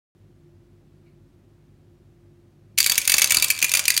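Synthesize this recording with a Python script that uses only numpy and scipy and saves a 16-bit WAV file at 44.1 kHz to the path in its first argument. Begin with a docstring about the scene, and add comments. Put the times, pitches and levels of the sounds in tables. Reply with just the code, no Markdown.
"""Quiet room hum comes first; then a wind-up pair of plastic teeth chatters and hops on a wooden table,
close by in a small room. Once the spring is let go, each clack is a brief buzz of loose parts that rings
the hollow jaws and knocks the table. Gears tick in between, heavy landings thud, and the recorder
rounds the peaks."""
import sys
import numpy as np
from scipy import signal
from scipy.fft import rfft, irfft
from scipy.io import wavfile

SR = 44100
rng = np.random.default_rng(int(sys.argv[2]) if len(sys.argv) > 2 else 0)


def inscribe(sig):
    """Save sig as 16-bit PCM at rate SR to the path in sys.argv[1].

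    A 1-D sig is mono; a 2-D sig holds one channel per row.
    Samples are clipped to [-1, 1] before scaling.
    """
    pcm = np.round(np.clip(np.atleast_2d(sig).T, -1, 1) * 32767)
    wavfile.write(sys.argv[1], SR, pcm.astype(np.int16))


N = 176400


def undb(db):
    """Decibels to gain."""
    return 10 ** (np.asarray(db) / 20)


def add(out, t, sound):
    """Mix a sound in at t seconds."""
    i = min(int(t * SR), N)
    out[i:i + len(sound)] += sound[:N - i]


def noise(colour):
    """Noise of rms 1, coloured by (frequency [Hz], relative level [dB]) points."""
    hz, db = np.array(colour, float).T
    bin_hz = np.maximum(np.arange(N // 2 + 1) * SR / N, 1)
    eq = undb(np.interp(np.log(bin_hz), np.log(hz), db))
    coloured = irfft(rfft(rng.standard_normal(N)) * eq, N)
    return coloured / coloured.std()


def bursts(times, dbs, decays, attack_s=0.00045, hold_s=0.0012):
    """Envelope of hits that rise, hold briefly and die away; their powers add."""
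    power, age = np.zeros(N), np.arange(SR // 4) / SR
    for t, db, decay in zip(times, dbs, np.broadcast_to(decays, len(times))):
        shape = np.minimum(age / attack_s, 1) * np.exp(-np.maximum(age - hold_s, 0) / decay)
        add(power, t, (undb(db) * shape) ** 2)
    return np.sqrt(power)


def ring(modes, times, dbs, tunings=1, rise_s=0.0012, detune=0.01, spread_db=2.5):
    """Every hit sets the modes ringing, each time with a slightly different pitch and balance."""
    out, age = np.zeros(N), np.arange(SR // 5) / SR
    hz, t60, db = np.array(modes, float).T[:, :, None]
    envelope = undb(db - 60 * age / t60) * (1 - np.exp(-(age / rise_s) ** 2))
    for t, hit_db, tuning in zip(times, dbs, np.broadcast_to(tunings, len(times))):
        drift, balance = rng.standard_normal((2, len(modes), 1))
        tones = np.sin(2 * np.pi * hz * tuning * (1 + detune * drift) * age)
        add(out, t, (undb(hit_db + spread_db * balance) * envelope * tones).sum(0))
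    return out


# bed of room air (frequency [Hz], relative level [dB])
AIR_COLOUR = [(25, -25), (39, -19), (70, -13.5), (97, 1), (123, -6.5), (153, -8.5), (317, -14.5),
              (344, -8.5), (463, -26.5), (545, -23), (840, -31), (2410, -38), (16000, -51.5)]
# appliance hum partials (frequency [Hz], level [dB])
HUM_PARTIALS = [(49, -65), (99, -61.5), (149, -62.5), (346.5, -65)]
# one faint rustle (time [s], level [dB], decay [s])
RUSTLE_CUE = (1.059, -68.5, 0.028)
# its papery colour (frequency [Hz], relative level [dB])
RUSTLE_EQ = [(1700, -20), (2300, -1), (3300, -24), (4300, -10), (5600, -40)]

def room_tone(start_s=0.15, waver_depth=0.3):
    """The background bed: low air noise, a wavering appliance hum and one faint rustle."""
    t = np.arange(N) / SR
    slow = [(1, 0), (4, 0), (15, -30), (100, -100)]
    hum = np.zeros(N)
    for hz, db in HUM_PARTIALS:
        waver = 1 + waver_depth * (noise(slow) + 1j * noise(slow))  # in level and phase
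        hum += undb(db) * np.sqrt(2) * np.real(waver * np.exp(2j * np.pi * hz * t))
    onset, db, decay = RUSTLE_CUE
    rustle = noise(RUSTLE_EQ) * bursts([onset], [db], decay, attack_s=0.0049, hold_s=0.023)
    return (undb(-55.5) * noise(AIR_COLOUR) + hum + rustle) * (t > start_s)


def room_reverb(sound, predelay_s=0.0053):
    """The walls return a short diffuse tail; the mids linger longer than the treble."""
    age = np.arange(SR // 2) / SR
    build_up = np.clip(age / predelay_s - 1, 0, 1)
    mids = [(150, -3), (500, 1.5), (1300, -0.5), (2500, -13.5), (5000, -37)]
    treble = [(1000, -12), (2300, 2), (7000, 0), (10000, -0.5), (16000, -9.5)]
    wet = np.zeros(N)
    for colour, t60, send_db in ((mids, 0.93, -4), (treble, 0.35, -12.5)):
        tail = noise(colour)[:len(age)] * undb(-60 * age / t60) * build_up
        power = np.abs(rfft(tail)) ** 2
        passband_gain = np.sqrt((power ** 2).sum() / power.sum() / 2)
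        wet += undb(send_db) * signal.fftconvolve(sound, tail / passband_gain)[:N]
    return wet


# resonances of the plastic body (frequency [Hz], width [Hz], level [dB])
SHELL_RESONANCES = [(2600, 137, 2), (4687, 136, -2.5), (6080, 92, 0), (6453, 58, 3.5), (6960, 106, -0.5),
                    (9540, 175, -1)]

def shell(sound, wander_db=3.5):
    """The hollow plastic body lifts its own resonances, more or less as the jaws open and the toy turns."""
    out = sound
    for hz, width, db in SHELL_RESONANCES:
        wander = noise([(1, 0), (20, 0), (60, -40), (200, -120)])
        resonance = signal.lfilter(*signal.iirpeak(hz, hz / width, fs=SR), sound)
        out = out + undb(db + wander_db * wander) * resonance
    return out


def gears(clack_t, clack_db, release_s=2.777, ticks_per_s=75):
    """Small uneven ticks of the running clockwork, and a rebound of its slack parts after every clack."""
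    jitter, accent = rng.standard_normal((300, 2)).T
    tick_t = release_s + np.abs(np.arange(len(jitter)) + 0.223 * jitter) / ticks_per_s
    tick_db = -33 + 7.5 * np.tanh(accent)
    lag, softness = rng.standard_normal((len(clack_t), 2)).T
    rebound_t = clack_t + 0.0061 + 0.012 * np.abs(lag)
    rebound_db = clack_db - 12.5 - 4.5 * softness
    envelope = bursts(np.r_[tick_t, rebound_t], np.r_[tick_db, rebound_db], 0.0011, hold_s=0.00075)
    return shell((noise(CRACK_COLOUR) + 0.5 * noise(TREBLE_COLOUR)) * envelope)


# clockwork clicks between the clacks (time [s], level [dB], ping pitch [Hz])
CLICK_CUES = [(2.835, -27, 8400), (2.8428, -17.5, 5400), (2.955, -22, 5120), (3.0156, -23.5, 2440),
              (3.0517, -22, 5740), (3.167, -19, 5630), (3.273, -22.5, 3980), (3.2966, -21, 6800),
              (3.3977, -21, 5150), (3.483, -24.5, 8500), (3.5894, -23.5, 5880), (3.693, -21, 5350),
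              (3.854, -18, 5860), (3.941, -22.5, 6400)]

def clicks(decay_s=0.0037, ping_t60_s=0.024, ping_db=2.5):
    """Light clicks of the clockwork, each with a short squeaky ping."""
    times, dbs, _ = np.array(CLICK_CUES).T
    snaps = (noise(CRACK_COLOUR) + undb(-3) * noise(TREBLE_COLOUR)) * bursts(times, dbs, decay_s)
    pings = sum(ring([(hz, ping_t60_s, ping_db)], [t], [db]) for t, db, hz in CLICK_CUES)
    return snaps + pings


# heavy landings (time [s], thud level [dB], knock level [dB])
LANDING_CUES = [(2.897, -38, -50), (2.915, -35, -33), (2.979, -34.5, -69), (3.141, -27, -34.5),
                (3.321, -40, -36), (3.372, -32.5, -38), (3.424, -37.5, -42), (3.637, -33, -36),
                (3.881, -33, -65)]
# knock under the clacks as the toy travels (time [s], level against the clack [dB])
KNOCK_RIDE = [(2.8, -27), (3.0, -31.5), (3.2, -22), (3.4, -19.5), (3.52, -30.5), (3.65, -23.5),
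              (3.79, -17.5), (3.88, -31.5)]
# woody colour of a knock (frequency [Hz], relative level [dB])
KNOCK_COLOUR = [(100, -4), (420, -21.5), (560, -6), (750, -9), (1100, -2), (1500, -2.5), (2500, -29)]
# ring of the table top (frequency [Hz], t60 [s], relative level [dB])
WOOD_MODES = [(566.7, 0.07, -3), (999, 0.031, 6.5), (1209, 0.072, 2)]
# heavily damped bending under a landing (frequency [Hz], t60 [s], relative level [dB])
BENDING_MODES = [(142, 0.03, 1), (227, 0.022, 3.5), (379, 0.018, -2)]

def table_top(clack_t, clack_db, decay_s=0.0098, ring_db=-7):
    """The wood knocks and rings under every clack; landings add a short thud."""
    landing_t, thud_db, knock_db = np.array(LANDING_CUES).T
    ride_db = np.interp(clack_t, *np.array(KNOCK_RIDE).T)
    times, dbs = np.r_[clack_t, landing_t], np.r_[clack_db + ride_db, knock_db]
    knocks = noise(KNOCK_COLOUR) * bursts(times, dbs, decay_s)
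    return knocks + ring(WOOD_MODES, times, dbs + ring_db) + ring(BENDING_MODES, landing_t, thud_db)


def loose_parts(clack_t, clack_db, low_hz=3305, high_hz=13390, t60_s=0.045, ping_db=-11):
    """Each clack sets a few different teeth and gear wheels pinging briefly."""
    pitches = low_hz * (high_hz / low_hz) ** rng.random(size=(len(clack_t), 4))
    pings = np.zeros(N)
    for t, db, cluster in zip(clack_t, clack_db, pitches):
        pings += ring([(hz, t60_s, ping_db) for hz in cluster], [t], [db])
    return pings


# bite, sizzle and hollow body of the plastic (frequency [Hz], relative level [dB])
CRACK_COLOUR = [(1000, -54), (2000, -4), (2600, 0.5), (3400, 0.5), (4300, 2), (5300, 0), (7200, 2.5),
                (8300, -3), (10000, -15), (16000, -28)]
TREBLE_COLOUR = [(3000, -32), (6500, -56), (8400, 0), (9600, 2.5), (10500, -2.5), (12300, 0), (14500, -4),
                 (16000, -6.5)]
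HOLLOW_COLOUR = [(300, -14), (900, -47), (1400, -7), (1700, 5), (2100, 8.5), (2600, -4), (4000, -12.5)]
# ring of the jaws, and of the teeth snapping shut (frequency [Hz], t60 [s], relative level [dB])
JAW_RING = [(2331.5, 0.056, 2.5), (2554, 0.034, 1)]
SNAP_RING = [(4632, 0.021, 8.5)]
# jaw pitch as the toy shifts its stance (time [s], pitch [ratio])
JAW_BEND = [(2.8, 0.97), (3.5, 1), (3.63, 1.04)]
# clacks of jaws and feet; the last four columns trim layers against the clack's level
# (time [s], level [dB], decay [s], treble [dB], hollow [dB], jaw ring [dB], snap [dB])
CLACK_CUES = [(2.778, -16.5, 0.003, -11, -21, -5, -16), (2.7843, -11.5, .0045, -4, -12.5, -5.5, -19),
              (2.8028, -11.5, 0.0045, -5.5, -16.5, -20, 0.5), (2.8626, -12, 0.0024, -4, -11.5, -10, -9),
              (2.8714, -20, .0035, -4, -21, -27, -11), (2.8967, -13, 0.0033, -4.5, -13, -26, 0.5),
              (2.919, -13.5, 0.0033, -6, -20, -14, -24), (2.9787, -13.5, 0.0045, -1.5, -14, -7, -27),
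              (3.076, -11.5, 0.0031, -3, -6.5, -29, -30), (3.096, -13, 0.005, -4.5, -8.5, -11, -5),
              (3.1188, -13.5, 0.0039, -3.5, -13.5, -5, -7), (3.1399, -9.5, 0.0039, -7.5, -14, -10, -8.5),
              (3.1817, -12.5, 0.0044, -4.5, -13.5, -1, -19), (3.1956, -17.5, .0015, -3, -5, -12, -8),
              (3.2179, -10, 0.0051, -5.5, -15.5, -2, -6), (3.243, -12.5, 0.002, -3, -13.5, -28, -8),
              (3.3061, -14.5, .0055, -4.5, -16, -3.5, -27), (3.3205, -13.5, 0.0033, -1.5, -11.5, -8, -6),
              (3.3457, -10.5, 0.0024, -3.5, -26, -7, -18), (3.3694, -11, 0.0021, -8, -26, -13.5, -3),
              (3.4233, -14, 0.0059, -4, -34, -0.5, 1), (3.4432, -14, 0.0035, -2.5, -17, -6, -7),
              (3.5018, -14, 0.0048, -3, -13.5, 5, -5), (3.5103, -25, 0.0017, 2, -18, -2, -21),
              (3.6166, -20.5, 0.0025, -10, -13, -7, -21), (3.6261, -12.5, 0.0034, -3, -15, -1.5, -24),
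              (3.644, -16, 0.0048, -3, -12.5, -3, -20), (3.7163, -20, 0.0027, -2.5, -15, -14, -12),
              (3.7375, -13.5, 0.0022, -3, -21, -2.5, -10), (3.7491, -15.5, 0.0062, -4.5, -9, 0, -6),
              (3.771, -16.5, 0.0064, -6, -17, -19, -21), (3.793, -15, 0.0042, -7, -17, -8, -16),
              (3.8802, -11, 0.003, -2.5, -13, -8, -6), (3.903, -12.5, 0.0027, -4.5, -10, -30, -1),
              (3.9659, -16, 0.0013, -5, -15, -18, 2), (3.976, -14.5, 0.0027, -1, -12.5, -10, -8)]

def teeth(lead_s=0.0039):
    """Each clack leads in with a light scrape, buzzes the loose parts and leaves jaws and teeth ringing."""
    t, db, decay, treble_db, hollow_db, jaw_db, snap_db = np.array(CLACK_CUES).T
    scrape_db = db - 18 + 4 * rng.standard_normal(len(t))
    scrape = bursts(t - lead_s, scrape_db, lead_s, attack_s=lead_s)
    crack = noise(CRACK_COLOUR) * np.hypot(scrape, bursts(t, db - 0.5, decay))
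    treble = noise(TREBLE_COLOUR) * np.hypot(scrape, bursts(t, db + treble_db + 4.5, decay))
    hollow = noise(HOLLOW_COLOUR) * bursts(t, db + hollow_db + 5.5, decay)
    jaws = ring(JAW_RING, t, db + jaw_db, tunings=np.interp(t, *np.array(JAW_BEND).T))
    return shell(crack + treble + hollow) + jaws + ring(SNAP_RING, t, db + snap_db)


def scene():
    """Mono mix: the toy on its table up front, its reverb and the quiet room behind."""
    clacks = np.array(CLACK_CUES).T[:2]  # times and levels
    toy = teeth() + loose_parts(*clacks) + clicks() + gears(*clacks) + table_top(*clacks)
    return (toy + room_reverb(toy) + room_tone())[None]


def record(dry, low_cut_hz=42, high_cut_hz=15850):
    """The recorder drops the deep bass, rounds the loudest peaks and cuts the top."""
    low_cut = signal.butter(6, low_cut_hz, "high", fs=SR, output="sos")
    high_cut = signal.ellip(10, 0.2, 70, high_cut_hz, fs=SR, output="sos")
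    rounded = np.tanh(signal.sosfilt(low_cut, dry))
    return signal.sosfilt(high_cut, rounded)


dry = scene()
out = record(dry)
inscribe(out)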